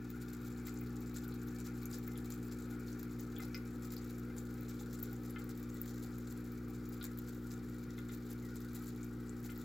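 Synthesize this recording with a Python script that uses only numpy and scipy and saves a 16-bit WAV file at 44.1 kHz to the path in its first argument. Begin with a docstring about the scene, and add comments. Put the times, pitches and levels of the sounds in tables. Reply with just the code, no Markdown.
"""A mains-driven aquarium pump drones steadily in a small room: mains harmonics over churned-water noise.
Moving water excites the resonant modes of the tank walls, over a still background noise.
Bubble films burst at the surface in fizzing clumps, as short noise bursts passed through resonances.
Now and then a single bubble ticks or plinks as a decaying sine, or a larger one knocks the tank walls."""
import sys
import numpy as np
from scipy import signal
from scipy.fft import rfft, irfft
from scipy.io import wavfile

SR = 44100
rng = np.random.default_rng(int(sys.argv[2]) if len(sys.argv) > 2 else 0)


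def unload_audio(sound):
    """Save the sound as a 16-bit wav file, at the path given as the first command line argument."""
    columns = np.transpose(np.atleast_2d(sound))
    # keep every value between -1 and 1, then stretch to whole-number steps
    steps = np.round(np.clip(columns, -1, 1) * 32767)
    wavfile.write(sys.argv[1], SR, steps.astype(np.int16))


N = 425124
TIME = np.arange(N) / SR  # s
BINS = np.fft.rfftfreq(N, 1 / SR)  # Hz


def amp(db):
    """Level law: decibels to amplitude gain."""
    return 10 ** (np.asarray(db) / 20)


def evened(x):
    """Power normalisation: scales to rms 1."""
    return x / np.sqrt(np.mean(x ** 2) + 1e-20)


def spectrum_at(points, hz):
    """Spectral interpolation: reads a table on a log-frequency axis."""
    f, value = np.transpose(points)
    return np.interp(np.log(hz + 1), np.log(f + 1), value)


def level_at(points, seconds):
    """Temporal interpolation: reads a table of times and levels in dB."""
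    return np.interp(seconds, *np.transpose(points))


def add(mix, start_s, sound):
    """Superposition: sums a sound into the mix from its start time."""
    part = mix[..., max(round(start_s * SR), 0):][..., :sound.shape[-1]]
    part += sound[..., :part.shape[-1]]


def drift(rate_hz):
    """Slow random modulation: noise through a Gaussian low-pass, at rms 1."""
    smooth = np.exp(-(BINS / rate_hz) ** 2)
    return evened(irfft(rfft(rng.standard_normal(N)) * smooth, N))


def colour(x, points):
    """Minimum-phase filtering: the log gain alone fixes the phase of a causal response."""
    log_gain = np.log(amp(spectrum_at(points, abs(np.fft.fftfreq(2048, 1 / SR)))))
    taps = np.fft.ifft(np.exp(np.conj(signal.hilbert(log_gain)))).real
    return signal.oaconvolve(x, taps[None], axes=1)[:, :N]


def resonance(f, hz, width):
    """Damped resonance: the response of one mode, 1 at its centre."""
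    return 1j * f * width / (hz ** 2 - f ** 2 + 1j * f * width)


# likeness of left and right noise: frequency_hz [Hz], likeness [0-1]
LIKENESS = [(60, 1), (300, 0.93), (640, 0.97), (1400, 0.72), (3000, 1), (15000, 0.72)]


def noise(gain):
    """Partial coherence: stereo noise of rms 1, the right channel sharing part of the left."""
    left, other = rfft(rng.standard_normal((2, N)))
    same = np.clip(spectrum_at(LIKENESS, BINS), 0, 1)
    right = same * left + np.sqrt(1 - same ** 2) * other
    return evened(irfft(np.array([left, right]) * gain, N))


# reverberation time of the small room: frequency_hz [Hz], t60_s [s]
REVERBERATION = [(200, 0.6), (1500, 0.32), (5000, 0.15), (15000, 0.082)]


def room(x, early_db, late_db, early_s):
    """Reverberation: sparse early reflections, then a tail decaying faster in the treble."""
    size = SR // 4
    t = np.arange(size) / SR
    taps = rng.standard_normal((2, size)) * (rng.random(size) < .12)
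    early = (taps + 0.93 * taps[::-1]) * np.exp(-t / early_s) * (t > .0006)
    tail = rng.standard_normal((2, size)) * (t > .006)
    hz, at, z = signal.stft(tail, SR, nperseg=256)
    decay = amp(-60 * at / spectrum_at(REVERBERATION, hz)[:, None])
    late = signal.istft(z * decay, SR, nperseg=256)[1][:, :size]
    echo = (amp(early_db) * evened(early) + amp(late_db) * evened(late)) / np.sqrt(size)
    echo[:, 0] += 1  # the direct path
    return signal.oaconvolve(x * np.ones((2, 1)), echo, axes=1)[:, :N]


# relative spectrum of the still background: frequency_hz [Hz], density_db [dB per Hz]
BACKGROUND = [(300, 13.5), (640, -5.5), (950, 4.5), (2400, -11), (2800, -5), (4500, -2.5), (7400, -11.5),
              (9300, -13.5), (12000, -10), (15500, -4.5)]
# modes of the tank walls: pitch_hz [Hz], width_hz [Hz], flow_db [dB, relative, in the current],
# change_db [dB, start to end, as the microphone moves along the glass], struck_db [dB, relative, when struck]
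WALL_MODES = [(796, 152, -6.5, -3.5, -25), (1207, 138, -4, -1.5, -31), (1289.5, 49, -3, -2, -9),
              (1415.5, 142, 2, -2.5, 3), (1574, 43, -7.5, -1.5, -28), (1733, 51, -9, -5.5, -10.5),
              (1946, 145, -8, 4, -25), (2068, 92, -10, -3, -1.5), (2307, 233, -6.5, -3, -11),
              (2479, 110, -20.5, -18, -9)]


def tank(ring_db=-67, background_db=-65.0, gurgle_db=2, gurgle_hz=11.3):
    """Modal excitation: the current drives each wall mode, whose level gurgles on its own."""
    current = rfft(noise(1))
    out = amp(background_db) * noise(amp(spectrum_at(BACKGROUND, BINS)))
    for hz, width, flow_db, change_db, _ in WALL_MODES:
        mode = evened(irfft(current * resonance(BINS, hz, width) ** 2, N))
        moved_db = change_db * (TIME / TIME[-1] - .5)
        out += mode * amp(ring_db + flow_db + gurgle_db * drift(gurgle_hz) + moved_db)
    return out


def pops(times, level_db, spread_db, splash_db, splash_s=0.0033, breadth=0.17, snap=0.23, small_db=3.5):
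    """Impulsive radiation: each bursting film has its own strength, pitch, side and reflections."""
    size, count = 512, len(times)
    t, f = np.arange(size) / SR, np.fft.rfftfreq(size, 1 / SR)
    chance, pitch, lean = rng.random((count, 3)).T
    left, right = rng.standard_normal((count, 2, size)).transpose(1, 0, 2)
    splash = np.array([left + 1.1 * right, right + 1.44 * left]) * np.exp(-t / splash_s)
    splash = evened(splash) / np.sqrt(size)
    # high pops beam straight out; low ones bounce round the tank
    burst = splash * amp(splash_db - 8 * pitch)[:, None]
    burst[:, :, 0] += 1 + np.outer([1, -1], lean - .5) * .5
    hz = (3500 * (16000 / 3500) ** pitch)[:, None]
    burst = rfft(burst) * (snap + resonance(f, hz, breadth * hz))
    burst = evened(irfft(burst, size)) / np.sqrt(size)
    # most are faint and a few stand out, above all among the high ones
    rarity = np.minimum(-np.log(1 - chance), 4)
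    strength = evened(amp((spread_db + small_db * (pitch - .5)) * rarity))
    burst *= (amp(level_db) * strength)[:, None]
    # each pop lands at its own moment
    at = (np.maximum(times, 0) * SR).astype(int)[:, None] + np.arange(size)
    return np.array([np.bincount(at.ravel(), side.ravel(), N)[:N] for side in burst])


def chains(count=330, size=10, chain_db=-48.5, uneven_db=7, chain_s=.0045):
    """Triggered cascade: a bursting film takes its neighbours with it; gives times and levels of pops."""
    chance = rng.random((count, 2 + 2 * size))
    starts = (np.arange(count) + 2 * chance[:, 0]) * N / SR / count
    # each neighbour waits twice, to be shaken and to give way, so a chain swells and dies
    waits = -chain_s * np.log(1 - chance[:, 2:]).reshape(count, size, 2).sum(axis=2)
    levels_db = chain_db + uneven_db * (chance[:, 1] - .5)
    return (starts[:, None] + waits).ravel(), np.repeat(levels_db, size)


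# relative colour of the bursting films: frequency_hz [Hz], gain_db [dB]
FILM_COLOUR = [(500, -6), (1400, 9.5), (2300, 3.5), (2950, -2.5), (3800, 3), (5000, 1), (6200, 1.5),
               (7400, 7.5), (8400, -4), (9500, -6.5), (11500, 1), (13000, 0.5), (15000, 6), (16000, -3)]
# slow surges and lulls of single and chained pops: time_s [s], level_db [dB, relative]
SURGES = [(0, -3), (.2, 1.5), (1, 1), (2.25, 3), (3.15, 1.5), (3.65, -1.5), (4.12, 5.5), (4.27, -6.5),
          (4.42, 1.5), (5.7, 0.5), (5.9, 5.5), (6.5, -1.5), (6.81, 1), (6.88, -1), (7.9, -0.5), (8.85, 4.5),
          (9.18, -4.5), (9.64, 4.5)]
# rafts of bubbles that collapse together: start_s [s, nominal], level_db [dB, before the film colour]
COLLAPSES = [(.212, -46), (.329, -46), (.461, -45), (.667, -39), (1.15, -37.5), (1.235, -45.5),
             (1.592, -44), (1.65, -40.5), (1.922, -37.5), (2.298, -41), (2.515, -46), (2.87, -46.5),
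             (3.192, -46), (3.412, -37), (3.837, -44), (3.919, -42), (4.377, -43), (4.688, -41.5),
             (4.799, -41.5), (4.932, -42), (5.03, -41.5), (5.249, -46), (5.497, -44), (5.883, -41.5),
             (6.023, -46), (6.305, -45.5), (6.926, -44), (7.034, -37.5), (7.18, -46.5), (7.28, -44),
             (7.512, -42), (8.128, -45.5), (8.309, -45), (8.747, -41), (8.86, -48.5), (9.451, -43.5)]
RAFT_S, RAFT_GROWTH = .02, .7  # half-length of a middling spray [s]; how strongly length follows level


def fizz(single_db=-52.0, count=2600):
    """Random point process: films burst singly, in chains and in the quick sprays of collapsing rafts."""
    times = rng.random(count) * N / SR
    singles = pops(times, single_db + level_at(SURGES, times), spread_db=1.0, splash_db=12.0)
    times, db = chains()
    chained = pops(times, db + level_at(SURGES, times), spread_db=3.5, splash_db=6.5)
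    start_s, db = np.repeat(COLLAPSES, 30, axis=0).T  # 30 pops to a raft
    length = RAFT_S * amp(RAFT_GROWTH * (db - db.mean()))  # louder rafts last longer
    # a raft gives way gradually, bursting fastest in its middle
    times = start_s + length * rng.triangular(-.5, .5, 1.5, len(start_s))
    sprays = pops(times, db, spread_db=3.5, splash_db=6.5)
    return room(colour(singles + chained + sprays, FILM_COLOUR), early_db=-44, late_db=-8, early_s=.01)


def bubble(hz, cycles, rise, snap):
    """Volume oscillation: a film snaps and the air pocket rings, rising in pitch as it decays."""
    age = np.arange(SR // 30) / SR * hz / cycles  # in decay times
    phase = 2 * np.pi * cycles * (age + rise * (age - 1 + np.exp(-age)))
    ring = np.sin(phase) * np.exp(-age) * (1 - np.exp(-4 * age))
    ring /= abs(ring).max()
    ring[:2] += snap * np.array([1, -1])
    return ring


# single bubbles, low blips through plinks to high ticks:
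# start_s [s], level_db [dB peak of the ring before snap and echoes], pitch_hz [Hz at the onset]
SINGLE_BUBBLES = [(.3326, -47, 13200), (.7741, -45, 6900), (.8131, -42, 15500), (1.0056, -48, 13500),
                  (1.1408, -47, 15400), (1.2805, -43, 13700), (1.3229, -51, 4060), (1.8317, -42, 15400),
                  (1.856, -39.5, 11800), (1.856, -41.5, 6700), (1.9307, -41.5, 5050),
                  (1.9849, -41.5, 15100), (2.0782, -37, 15500), (2.156, -52, 3400), (2.1765, -43, 11200),
                  (2.3224, -39, 6900), (2.3416, -45.5, 14100), (2.7272, -52, 12000), (2.882, -49, 4470),
                  (3.2076, -40, 15300), (3.364, -48, 3400), (3.3847, -36, 15400), (3.419, -59, 780),
                  (3.5455, -36.5, 5100), (3.9654, -45, 13500), (3.967, -42, 4640), (4.3832, -39.5, 7260),
                  (4.6089, -45, 15300), (4.805, -59, 840), (5.028, -30.5, 14500), (5.25, -62, 795),
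                  (5.3067, -44.5, 11500), (5.36, -51, 3180), (5.5982, -47, 15000), (5.7433, -44, 15600),
                  (5.8156, -28, 14500), (6.8902, -41, 15400), (7.0134, -43.5, 3700), (7.011, -49, 4240),
                  (7.1881, -37, 14200), (7.2923, -48, 7400), (7.9813, -51, 3580), (8.092, -51, 3600),
                  (8.74, -58, 4200), (8.8692, -50, 7690), (9.031, -43.5, 7200), (9.2945, -42.5, 7400),
                  (9.45, -59, 805), (9.497, -54.5, 3100), (9.5771, -41, 15000)]
# how a bubble's size sets its ring and echoes: pitch_hz [Hz], cycles [per decay time], snap [0-1],
# early_db [dB], early_decay_s [s], room_db [dB]
RING_BY_PITCH = [(800, 7.5, 0, 0.5, 0.0065, -16), (3180, 2.8, 0, -1, 0.0083, 1),
                 (7400, 3, 0.1, -3, .0055, -7), (12000, 4.8, 0, 2.5, .0028, -8)]


def bubbles():
    """Size scaling: the pitch of each single bubble sets its damping, snap and echoes."""
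    out = np.zeros((2, N))
    pitches, *columns = np.transpose(RING_BY_PITCH)
    for start_s, db, hz in SINGLE_BUBBLES:
        cycles, snap, early_db, early_s, late_db = (np.interp(hz, pitches, column) for column in columns)
        ring = amp(db) * bubble(hz, cycles, rise=.008, snap=snap)
        add(out, start_s, room(ring, early_db, late_db, early_s))
    return out


# large bubbles that knock the tank: start_s [s], level_db [dB peak], pitch_hz [Hz, strongest in the blow]
BLOWS = [(0.679, -49.5, 1800), (0.813, -54, 2400), (1.6771, -48, 1440), (2.077, -50, 1650),
         (2.727, -55, 2490), (3.3974, -44, 1610), (3.4194, -59, 1900), (3.5453, -40, 2270),
         (4.303, -55, 2490), (4.609, -57, 1900), (5.3605, -39.5, 1770), (7.0106, -48, 1410),
         (7.981, -47.5, 1700), (8.093, -48.5, 1500), (9.492, -48.5, 2000)]


def knocks(breadth=0.97, ring_width_hz=32):
    """Impulse response: a large bubble's collapse strikes the walls, which crack and ring in their modes."""
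    size = SR // 5
    f = np.fft.rfftfreq(size, 1 / SR)
    crack = .045  # flat part of the response
    walls = crack + sum(amp(struck_db) * resonance(f, hz, ring_width_hz) for hz, *_, struck_db in WALL_MODES)
    out = np.zeros((2, N))
    for start_s, db, hz in BLOWS:
        ring = irfft(walls * resonance(f, hz, breadth * hz) ** 2, size)
        heard = room(ring, early_db=2, late_db=-5, early_s=0.012)
        add(out, start_s, amp(db) * heard / abs(heard).max())
    return out


MAINS_HZ = 60.004
# pump harmonics: multiple [of the mains frequency], level_db [dB rms, before nearness]
HARMONICS = [(1, -55), (2, -52), (3, -56.5), (4, -49), (5, -54), (6, -58.5), (7, -68), (8, -85.5),
             (10, -96), (12, -88.5), (13, -84), (19, -85), (21, -79), (22, -75.5)]
# resonances of the pump on its feet: pitch_hz [Hz], width_hz [Hz]
CASING_MODES = [(90, 15), (210, 15), (390, 15)]
# relative spectrum of water churning in the pump: frequency_hz [Hz], density_db [dB per Hz]
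CHURNED_WATER = [(20, -27), (40, -27), (52, -7.5), (100, -4), (125, 3), (195, -11.5), (240, -6), (300, 1),
                 (375, -13.5), (410, -5), (490, -5), (580, -20.5), (650, -26), (1500, -48.5)]
# swell of the upper part of the churn: time_s [s], level_db [dB, relative]
UPPER_SWELL = [(0, -3.5), (2, -1), (3.8, 0.5), (5.2, 1.5), (6.8, 0), (9.64, -1)]
# nearness of the pump: time_s [s], level_db [dB, relative]
NEARNESS = [(0, -0.5), (.9, 1.6), (2.5, 1.2), (3.8, 1), (5.2, 0.6), (7.5, 0.5), (9.64, 0.3)]


def pump(waver=0.012, wander_rad=0.037, churn_db=-56.5, upper_hz=440):
    """Forced vibration: the armature swings at mains harmonics, over the rumble of churned water."""
    angle = 2 * np.pi * MAINS_HZ * TIME + wander_rad * drift(0.11)
    hum = np.zeros(N)
    for k, db in HARMONICS:
        # each casing resonance delays the harmonics above it by half a turn
        lag = sum(np.pi / 2 - np.angle(resonance(k * MAINS_HZ, hz, width)) for hz, width in CASING_MODES)
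        hum += amp(db) * np.sqrt(2) * np.sin(k * angle - lag)
    hum *= 1 + waver * drift(2.5)
    churn = amp(churn_db) * noise(amp(spectrum_at(CHURNED_WATER, BINS)))
    low = irfft(rfft(churn) * (BINS < upper_hz), N)
    churn = low + (churn - low) * amp(level_at(UPPER_SWELL, TIME))
    return (hum + churn) * amp(level_at(NEARNESS, TIME))


# stereo placing: frequency_hz [Hz], left_right_db [dB, left over right]
PLACING = [(60, 0), (120, .2), (190, 1.6), (350, 2), (600, 2.2), (1350, 4.3), (2300, 2.6), (5000, 3.6),
           (15000, 4.9)]


def scene():
    """Interaural level difference: the sum leans a little left, the treble more than the bass."""
    mix = tank() + fizz() + bubbles() + knocks() + pump()
    side_db = spectrum_at(PLACING, BINS) / 2
    gain = amp([side_db, -side_db])
    return irfft(rfft(mix) * gain / gain.mean(0), N)


def record(dry, edge_hz=16000):
    """Band limitation: a linear-phase low-pass removes the highest treble."""
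    taps = signal.firwin(511, edge_hz, window=("kaiser", 9), fs=SR)
    return signal.oaconvolve(dry, taps[None], "same")


dry = scene()
out = record(dry)
unload_audio(out)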